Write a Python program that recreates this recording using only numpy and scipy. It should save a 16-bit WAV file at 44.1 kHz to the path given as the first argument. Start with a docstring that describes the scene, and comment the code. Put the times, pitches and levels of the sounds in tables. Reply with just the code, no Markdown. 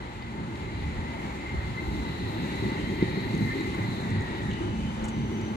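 """Slow tram past a platform

A tram rolls by, a few metres from a phone held level. Rough wheels shake ground, floor and rail as
coloured noise; bogies, brake levers and rail ring as struck modes. Motor inverters whine as smeared
tones and step up in pitch as the tram slows; gears hum, a flange sings, the brakes hiss and tick."""
import sys
import numpy as np
from scipy import signal
from scipy.fft import rfft, irfft
from scipy.io import wavfile
from scipy.ndimage import uniform_filter1d

SR = 44100
rng = np.random.default_rng(int(sys.argv[2]) if len(sys.argv) > 2 else 0)


def persist_wave(psi):
    """Save psi, clipped to +-1, as 16-bit WAV."""
    counts = np.round(np.clip(psi, -1, 1) * 32767).astype(np.int16)
    wavfile.write(sys.argv[1], SR, np.atleast_2d(counts).T)


N = 245194

# loudness of the passing bogies: time_s, bass_db, treble_db, top_hiss_db
PASS_BY = [(0, -15, -5.5, -10), (.3, -12.5, -5.5, -11), (1.0, -8, -2.5, -8), (1.45, -10, -2, -6.5),
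           (2.1, -5.5, -1, -1), (2.65, -1, -.5, 0), (3.1, -2.5, -0.5, -0.5), (3.4, -1.5, -1, 3),
           (3.65, -4.5, -0.5, -1), (4.2, -2.5, -1.5, -4), (4.45, -4, -1, -8), (4.65, -5, -1.5, -12),
           (4.9, -8.5, -2, -9), (5.25, -4.5, -2.5, -6), (5.56, -5.5, -4, -7)]
# noise colours, relative density: freq_hz, density_db
GROUND_COLOUR = [(20, -30), (30, -18), (45, -5), (65, 1.5), (85, -0.5), (120, -29)]
BOOM_COLOUR = [(55, -9), (80, -8), (104, 9.5), (125, 5.5), (150, 1), (200, -2.5)]
RUMBLE_COLOUR = [(90, -71), (135, 0), (165, -0.5), (210, 3), (260, -5), (340, -16)]
DRONE_COLOUR = [(190, -7), (260, -1.5), (310, -0.5), (380, -1), (470, -15), (700, -36.5)]


def wheel_rumble():
    """Wheel roughness shakes ground, floor and running gear; thuds add power to ground and boom."""
    bass_db, _, _ = track(PASS_BY)
    boom_power, ground_power = thuds()
    ground_gain = np.sqrt(undb(-45) ** 2 + ground_power)
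    boom_gain = np.sqrt(follow(-39, 0.53, bass_db) ** 2 + boom_power)
    ground = ground_gain * noise(GROUND_COLOUR, flicker_db=0.2, rate_hz=2.6)
    boom = boom_gain * noise(BOOM_COLOUR, flicker_db=0.82, rate_hz=15)
    rumble = follow(-33.5, 0.92, bass_db) * noise(RUMBLE_COLOUR, flicker_db=2.37, rate_hz=13)
    drone = follow(-35, 0.79, bass_db) * noise(DRONE_COLOUR, flicker_db=1.26, rate_hz=10)
    return ground + boom + rumble + drone


# soft thuds: peak_s, boom_db, ground_db
THUD_EVENTS = [(.2, -42, -55), (.63, -34, -45), (.86, -40.5, -33), (.98, -42, -35), (1.57, -37.5, -33),
               (1.68, -37, -40.5), (1.9, -46, -32), (1.99, -47, -35.5), (2.23, -34.5, -38.5),
               (2.66, -32.5, -57), (2.85, -55, -37.5), (3.06, -32.5, -38), (3.42, -30, -55),
               (3.82, -30.5, -54), (4.16, -33, -50), (4.28, -41, -52), (4.5, -34.5, -37.5),
               (4.679, -35, -34), (4.82, -56, -41), (5.02, -35.5, -34.5), (5.2, -36.5, -35.5),
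               (5.45, -44, -44)]


def thuds():
    """Each thud swells and dies exponentially; returns floor boom power and ground shake power."""
    rise_s, fall_s = 0.058, 0.082  # amplitude time constants
    peak_s, *levels_db = np.transpose(THUD_EVENTS)[:, :, None]
    late_s = np.arange(N) / SR - peak_s
    decay = np.where(late_s < 0, -late_s / rise_s, late_s / fall_s)
    power = np.exp(-2 * decay)
    return [(undb(db) ** 2 * power).sum(axis=0) for db in levels_db]


# noise colours, relative density: freq_hz, density_db
ROAR_COLOUR = [(350, -19), (500, -3.5), (720, -7.5), (870, 2.5), (1050, -6.5), (1500, -8.5), (2000, -11.5),
               (2600, -26.5)]
SIZZLE_COLOUR = [(1300, -39), (2000, -0.5), (2700, -1), (3100, -2.5), (3300, -3.5), (3700, -4),
                 (4600, -10.5), (5500, -20.5)]


def rail_roar():
    """Wheel roughness shakes the rail: a midrange roar and a brighter sizzle."""
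    _, treble_db, _ = track(PASS_BY)
    roar = follow(-42.5, 0.58, treble_db) * noise(ROAR_COLOUR, flicker_db=0.86, rate_hz=12)
    sizzle = follow(-48.5, 1, treble_db) * noise(SIZZLE_COLOUR, flicker_db=0.76, rate_hz=20)
    return roar + sizzle


def inverters():
    """The inverters whine, with a lower side band; later a higher, tidier pair joins."""
    return fast_whine() + lower_side_band() + creep_whine()


# inverters at speed: time_s, nominal_hz, level_db, octave_db, skirt_db
WHINE_TRACK = [(0.0, 2008, -51, -63, -3), (0.45, 2051, -51.5, -65.5, -4.5), (0.71, 2043, -47, -60, -2.5),
               (1.02, 2001, -46.5, -61.5, -3), (1.3, 2056, -47.5, -63, -5), (1.5, 2060, -45, -63, -7),
               (1.64, 2053, -45, -59, -7), (1.7, 2045, -54, -58.5, -9), (1.8, 2042, -46, -57, -10.5),
               (1.9, 2058, -49, -56, -7), (2.08, 2006, -49, -53, -9), (2.25, 2024, -49, -52, -5),
               (2.5, 1973, -43, -50, -1), (2.76, 2027, -41, -52.5, -6.5), (2.96, 2045, -44.5, -53, -2.5),
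               (3.14, 2016, -41.5, -50.5, -3), (3.34, 2051, -42.5, -52.5, -4.5),
               (3.58, 2040, -39.5, -52.5, -5.5), (3.72, 2048, -45.5, -57, -5), (3.82, 2035, -40, -55, -5.5),
               (3.95, 1993, -47, -52.5, -4), (4.1, 1983, -45, -54.5, 1), (4.4, 1928, -43.5, -56, -4),
               (4.52, 1905, -43.5, -55.5, 0.5), (4.62, 2014, -52, -67, -2), (5.56, 2052, -54, -72, -3)]


def fast_whine():
    """A ragged core between side bands, with a blurred octave."""
    hz, level_db, octave_db, skirt_db = track(WHINE_TRACK)
    skirt = wavering(.97 * hz, 325) + undb(-3.0) * wavering(1.11 * hz, 320)
    core_hz = hz * (1.01 + .004 * walk(18))
    core = undb(1.2 * walk(25)) * wavering(core_hz, 72, steady=.55)
    base = undb(-8.0 - skirt_db) * core + undb(skirt_db - 4.0) * skirt
    octave = undb(-1.0) * wavering(1.98 * hz, 700)
    for ratio in (1.9, 1.97, 2.06):
        strand_hz = hz * (ratio + .022 * walk(22))
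        octave = octave + undb(-6 + 1.5 * walk(20)) * wavering(strand_hz, 130, steady=.2)
    base_gain = undb(level_db + 0.48 * walk(15))
    octave_gain = undb(octave_db - 0.9 + 0.67 * walk(25.1))
    return base_gain * base + octave_gain * octave


# lower side band of the whine: time_s, nominal_hz, level_db
LOW_WHINE_TRACK = [(0.0, 1850, -55), (0.62, 1825, -63), (0.96, 1840, -54), (1.56, 1856, -54),
                   (1.59, 1870, -48.5), (2.01, 1860, -55), (2.46, 1857, -48.5), (2.48, 1849, -45.5),
                   (3.45, 1871, -50), (3.51, 1799, -38), (3.59, 1895, -54), (3.63, 1867, -43),
                   (3.67, 1838, -49), (4.37, 1862, -46.5), (4.41, 1847, -41), (4.62, 1880, -59)]


def lower_side_band():
    """A lower side band, wandering in pitch and level until its track ends."""
    hz, level_db = track(LOW_WHINE_TRACK)
    gain = undb(level_db - 3.0 + 2.0 * walk(14))
    tone = wavering(hz * (1 + .012 * walk(10)), 108)
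    return gain * tone * (np.arange(N) / SR < LOW_WHINE_TRACK[-1][0])


# inverters when slow: time_s, base_db, octave_db
CREEP_TRACK = [(4.5, -57, -72), (4.62, -54.5, -69), (4.76, -58, -69), (4.92, -57.5, -66.5),
               (5.1, -55.5, -62), (5.22, -62, -63), (5.38, -57, -60), (5.45, -58, -58), (5.56, -66, -66)]


def creep_whine():
    """Slow-speed switching near 3 kHz and its octave, from the start of the track."""
    base_db, octave_db = track(CREEP_TRACK)
    hz = 3016 * (1 + .003 * walk(25))
    sway = 1 + .006 * walk(14)
    base = undb(base_db + 1.2 * walk(16)) * wavering(hz * sway, 100, steady=.4)
    octave = undb(octave_db) * wavering(2 * hz, 120, steady=.5)
    return (base + octave) * (np.arange(N) / SR > CREEP_TRACK[0][0])


# wheel knocks: start_s, peak_db
KNOCK_EVENTS = [(.347, -28.5), (.942, -34), (.977, -29.5), (1.537, -26.5), (1.927, -34), (2.632, -22),
                (2.657, -26.5), (2.915, -22), (3.013, -24), (3.0195, -12), (3.17, -24), (3.335, -27),
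                (3.402, -22), (3.78, -28), (4.15, -31)]
# bogie modes: freq_hz, level_db, t60_s
BOGIE_MODES = [(115, -9, .08), (168, -2, .085), (195, -3, .085), (255, -12, .04), (320, -1, .07),
               (360, 2, .075), (450, -8, .05), (540, -12, .04), (640, -19, .03)]


def wheel_knocks():
    """Wheel blows ring the low modes of the bogie."""
    return strike(KNOCK_EVENTS, BOGIE_MODES, push_s=0.00388, spread=.04)


# gear hum: time_s, pitch_hz, level_db
HUM_TRACK = [(0, 224, -52), (1.5, 222, -51), (2.5, 221, -53), (4.66, 220, -53), (4.75, 220, -39.5),
             (5.1, 219, -38.5), (5.56, 218, -39)]


def gears():
    """The gear mesh hums, nearly a pure tone."""
    hz, level_db = track(HUM_TRACK)
    return undb(level_db) * wavering(hz, 7, steady=3.5)


# metal ticks: start_s, peak_db
TICK_EVENTS = [(3.205, -45), (3.306, -55), (3.349, -40), (3.377, -41), (3.596, -49), (3.608, -40),
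               (3.644, -47), (3.747, -40), (3.905, -47), (3.953, -50), (4.004, -51), (4.011, -44),
               (4.103, -41), (4.113, -48), (4.208, -43), (4.221, -42), (4.432, -45), (4.533, -46),
               (5.0415, -33), (5.045, -46), (5.0485, -41), (5.052, -38), (5.0545, -39), (5.065, -47),
               (5.077, -47), (5.08, -46), (5.0835, -36), (5.0865, -39), (5.09, -38), (5.098, -45),
               (5.104, -47), (5.412, -43)]
# brake lever modes: freq_hz, level_db, t60_s
LEVER_MODES = [(4400, -11, .016), (5100, -12, .012), (5900, -4, .018), (6500, 0, .022), (7000, -2, .018),
               (7500, -2, .018), (8000, -2, .018), (8500, -1, .02), (9200, -8, .012), (10000, -13, .01),
               (10800, -15, .01), (11700, -15, .01), (12800, -13, .01), (13700, -13, .01)]


def brake_ticks():
    """Short blows ring the bright, quickly damped modes of a brake lever."""
    return strike(TICK_EVENTS, LEVER_MODES, push_s=0.000466, spread=0.053)


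# rail pings: start_s, peak_db
PING_EVENTS = [(4.5125, -32.5)]
# rail modes: freq_hz, level_db, t60_s
RAIL_MODES = [(2750, -4, .02), (2980, -1, .018), (3160, 0, .02), (3400, -8, .012), (6150, -13, .015),
              (6500, -14, .012), (7400, -18, .01)]


def rail_pings():
    """A sharp blow rings the rail."""
    return strike(PING_EVENTS, RAIL_MODES, push_s=0.000488, spread=0.01)


# clacks under the floor: start_s, peak_db
CLACK_EVENTS = [(.222, -42), (.555, -42), (3.025, -36), (4.535, -42), (5.052, -45), (5.083, -43),
                (5.089, -45), (5.412, -44)]
# linkage modes: freq_hz, level_db, t60_s
LINKAGE_MODES = [(2200, -4, .012), (2600, -2, .012), (3000, 0, .012), (3400, -2, .012), (3800, -3, .011),
                 (4200, -4, .011), (4700, -4, .01), (5300, -6, .01)]


def floor_clacks():
    """Longer pushes ring the linkage, duller than the ticks."""
    return strike(CLACK_EVENTS, LINKAGE_MODES, push_s=0.003, spread=0.071)


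# flange squeal that dips, arcs up and sinks: time_s, pitch_hz, level_db
FLANGE_TRACK = [(2.7, 3150, -70), (2.76, 3160, -56), (2.81, 3080, -60), (2.86, 3110, -53.5),
                (2.9, 3200, -55.5), (2.94, 3180, -55.5), (3.0, 3140, -59), (3.09, 3120, -61),
                (3.15, 3110, -75)]


def flange():
    """One wheel flange sings against the rail for a moment."""
    hz, level_db = track(FLANGE_TRACK)
    t = np.arange(N) / SR
    sounding = (t > FLANGE_TRACK[0][0]) & (t < FLANGE_TRACK[-1][0])
    return undb(level_db) * wavering(hz, 45, steady=1.) * sounding


# squeals, whistles, low surges, rough whine strands:
# start_s, end_s, from_hz, to_hz, blur_hz, level_db, left_minus_right_db, left_lead_ms
GLIDE_EVENTS = [(0, 2.3, 6850, 6800, 150, -71, 0, .47), (1.1, 1.3, 680, 665, 25, -47.5, 6, .6),
                (2.3, 3.5, 548, 518, 14, -52, 0, .47), (2.4, 4.4, 6500, 6460, 90, -73, 0, .47),
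                (2.7, 4.4, 10100, 10080, 90, -78, 0, .4), (1.05, 1.62, 2190, 2270, 220, -51, 0, .4),
                (2.3, 2.62, 2640, 2780, 200, -56, 0, .35), (2.64, 2.9, 2700, 2860, 170, -56, 0, .35),
                (3.38, 3.47, 108, 104, 6, -31, -1, .47), (3.79, 3.9, 98, 116, 6, -32, -1, .47),
                (4.11, 4.22, 108, 90, 6, -30, -1, .47), (4.5, 4.62, 2760, 2860, 90, -56, 0, .35),
                (4.7, 4.86, 2640, 2680, 90, -58, 0, .35), (2.9, 3.9, 10550, 10540, 30, -80, 0, .38),
                (3.14, 3.32, 700, 695, 12, -50, 3, .6), (3.68, 3.83, 1180, 990, 12, -51, -10, .47),
                (4.3, 4.42, 585, 575, 16, -51, 0, .6), (4.48, 4.59, 205, 210, 12, -35, 0, .47),
                (4.55, 4.74, 345, 315, 50, -36, 0, .5), (4.83, 5.12, 540, 520, 14, -48.5, -3, .6)]


def squeals_and_surges():
    """Thin tones and blurred bands glide, swell and fade, each with its own port balance and lag."""
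    clear_hz = 15  # blur at which steady and smeared shares are equal
    out = np.zeros((2, N))
    for start_s, end_s, from_hz, to_hz, blur_hz, level_db, pan_db, lead_ms in GLIDE_EVENTS:
        i, j = int(start_s * SR), int(end_s * SR)
        way = np.linspace(0, 1, j - i)
        hz = from_hz + (to_hz - from_hz) * way
        tone = wavering(hz, blur_hz, steady=clear_hz / blur_hz)[0]
        tone = np.sqrt(np.sin(np.pi * way).clip(0)) * tone
        pair = np.array([tone, np.roll(tone, round(lead_ms * SR / 1000))])
        side_db = np.array([[pan_db], [-pan_db]]) / 2
        out[:, i:j] += undb(level_db + side_db) * pair
    return out


# noise colours, relative density: freq_hz, density_db
HISS_COLOUR = [(4000, -4), (4800, -2), (5500, -0.5), (6700, 1.5), (7900, 1.5), (8800, -6.5), (10200, -6.5),
               (11500, -21), (12800, -14)]
TOP_HISS_COLOUR = [(10500, 1), (11800, -5), (13000, 3), (13700, -8), (14300, 0)]


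def brake_air():
    """Air leaks from the brakes: a flickering hiss with a thin top."""
    _, treble_db, top_db = track(PASS_BY)
    hiss = follow(-58, 1.32, treble_db) * noise(HISS_COLOUR, flicker_db=0.86, rate_hz=25.35)
    top = undb(-69 + top_db) * noise(TOP_HISS_COLOUR, flicker_db=1.2, rate_hz=16)
    return hiss + top


def undb(db):
    """Decibels to amplitude."""
    return 10 ** (np.asarray(db) / 20)


def unit(x):
    """Scale to rms 1."""
    return x / np.sqrt(np.mean(np.abs(x) ** 2))


def track(table):
    """Columns of a curve at every sample."""
    s, *columns = np.transpose(table)
    return [np.interp(np.arange(N) / SR, s, column) for column in columns]


def follow(level_db, share, rise_db):
    """Gain of a layer that follows a share of a rise."""
    return undb(level_db + share * rise_db)


def walk(rate_hz):
    """Random levels held 1 / rate_hz and slewed twice; spread near 1."""
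    k = int(SR / rate_hz)
    held = np.repeat(rng.standard_normal(N // k + 1), k)
    return 1.8 * uniform_filter1d(uniform_filter1d(held, k), k)[:N]


def along(hz, values):
    """Values on a log frequency axis, read at every bin."""
    return np.interp(np.log(np.fft.rfftfreq(N, 1 / SR) + 1), np.log(hz), values)


def noise(colour, flicker_db, rate_hz):
    """Two unrelated noises of one colour whose levels flicker together."""
    hz, db = np.transpose(colour)
    bin_hz = np.fft.rfftfreq(N, 1 / SR)
    shape = undb(along(hz, db)) * (bin_hz > hz[0]) * (bin_hz < hz[-1])
    coloured = irfft(rfft(rng.standard_normal((2, N))) * shape, N)
    return unit(coloured * undb(flicker_db * walk(rate_hz)))


def wavering(hz, width_hz, steady=0):
    """Two tones on one pitch track, each smeared by its own chance, beside a steady share."""
    chance = rng.standard_normal((2, len(hz))) + 1j * rng.standard_normal((2, len(hz)))
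    lowpass = signal.butter(2, width_hz / 2, fs=SR, output="sos")
    slow = unit(signal.sosfilt(lowpass, chance))
    carrier = np.exp(2j * np.pi * np.cumsum(hz) / SR)
    return unit(((steady + slow) * carrier).real)


def strike(events, modes, push_s, spread):
    """Each blow pushes for a moment and rings the modes, a little differently every time."""
    out = np.zeros(N + SR)
    t = np.arange(SR // 4) / SR
    hz, db, t60_s = np.transpose(modes)[:, :, None]
    for start_s, peak_db in events:
        level_chance, pitch_chance = rng.standard_normal((2, len(modes), 1))
        mode_hz = hz * (1 + spread * pitch_chance)
        tones = -np.sin(2 * np.pi * mode_hz * (t - 2 * push_s))
        ring = undb(db + 0.49 * level_chance) * tones * 1000 ** (-t / t60_s)
        ring = ring.sum(axis=0) * (1 - np.exp(-t / push_s)) ** 2
        i = int(start_s * SR)
        out[i:i + len(t)] += undb(peak_db) * ring / np.abs(ring).max()
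    return out[:N]


# two microphone ports: freq_hz, likeness_0_to_1, left_minus_right_db
PORT_CURVES = [(40, 0.79, -1.5), (139, 0.98, -1), (352, 1, .5), (660, 0.83, 4.5), (1070, 0.39, 2.5),
               (2190, 0.46, 2), (3940, 0.3, 1.5), (6500, 0.08, -2.5), (9340, 0.97, 1.5), (12100, 1, -0.5)]
# phase by which left leads right: freq_hz, lead_rad
LEFT_LEAD_CURVE = [(0, 0.1), (950, 2.3), (3270, 9.4), (6500, 19.4), (8650, 22), (11700, 28.3),
                   (13300, 31.4), (15000, 34.8)]


def scene():
    """Each port hears the direct sound with its own phase; the right also hears it scattered."""
    rolling = wheel_rumble() + rail_roar() + brake_air()
    blows = wheel_knocks() + brake_ticks() + floor_clacks() + rail_pings()
    tram = rolling + inverters() + gears() + flange() + blows
    soft_ends = signal.windows.tukey(N, 1 / 1000)
    direct, scattered = rfft(tram * soft_ends)
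    hz, like, pan_db = np.transpose(PORT_CURVES)
    like = np.clip(along(hz, like), 0, 1)
    gain = undb(along(hz, pan_db) / 2)
    lead_rad = np.interp(np.fft.rfftfreq(N, 1 / SR), *np.transpose(LEFT_LEAD_CURVE))
    right = like * np.exp(-1j * lead_rad) * direct + np.sqrt(1 - like ** 2) * scattered
    # 1.5 dB and the port gains change all layers but the squeals and surges
    return undb(1.5) * irfft(np.array([direct * gain, right / gain]), N) + squeals_and_surges()


def record(dry):
    """The top ends: a steep elliptic low-pass at 14280 Hz."""
    lowpass = signal.ellip(14, .3, 70, 14280, fs=SR, output="sos")  # ripple, stop band in dB
    return signal.sosfilt(lowpass, dry)


dry = scene()
out = record(dry)
persist_wave(out)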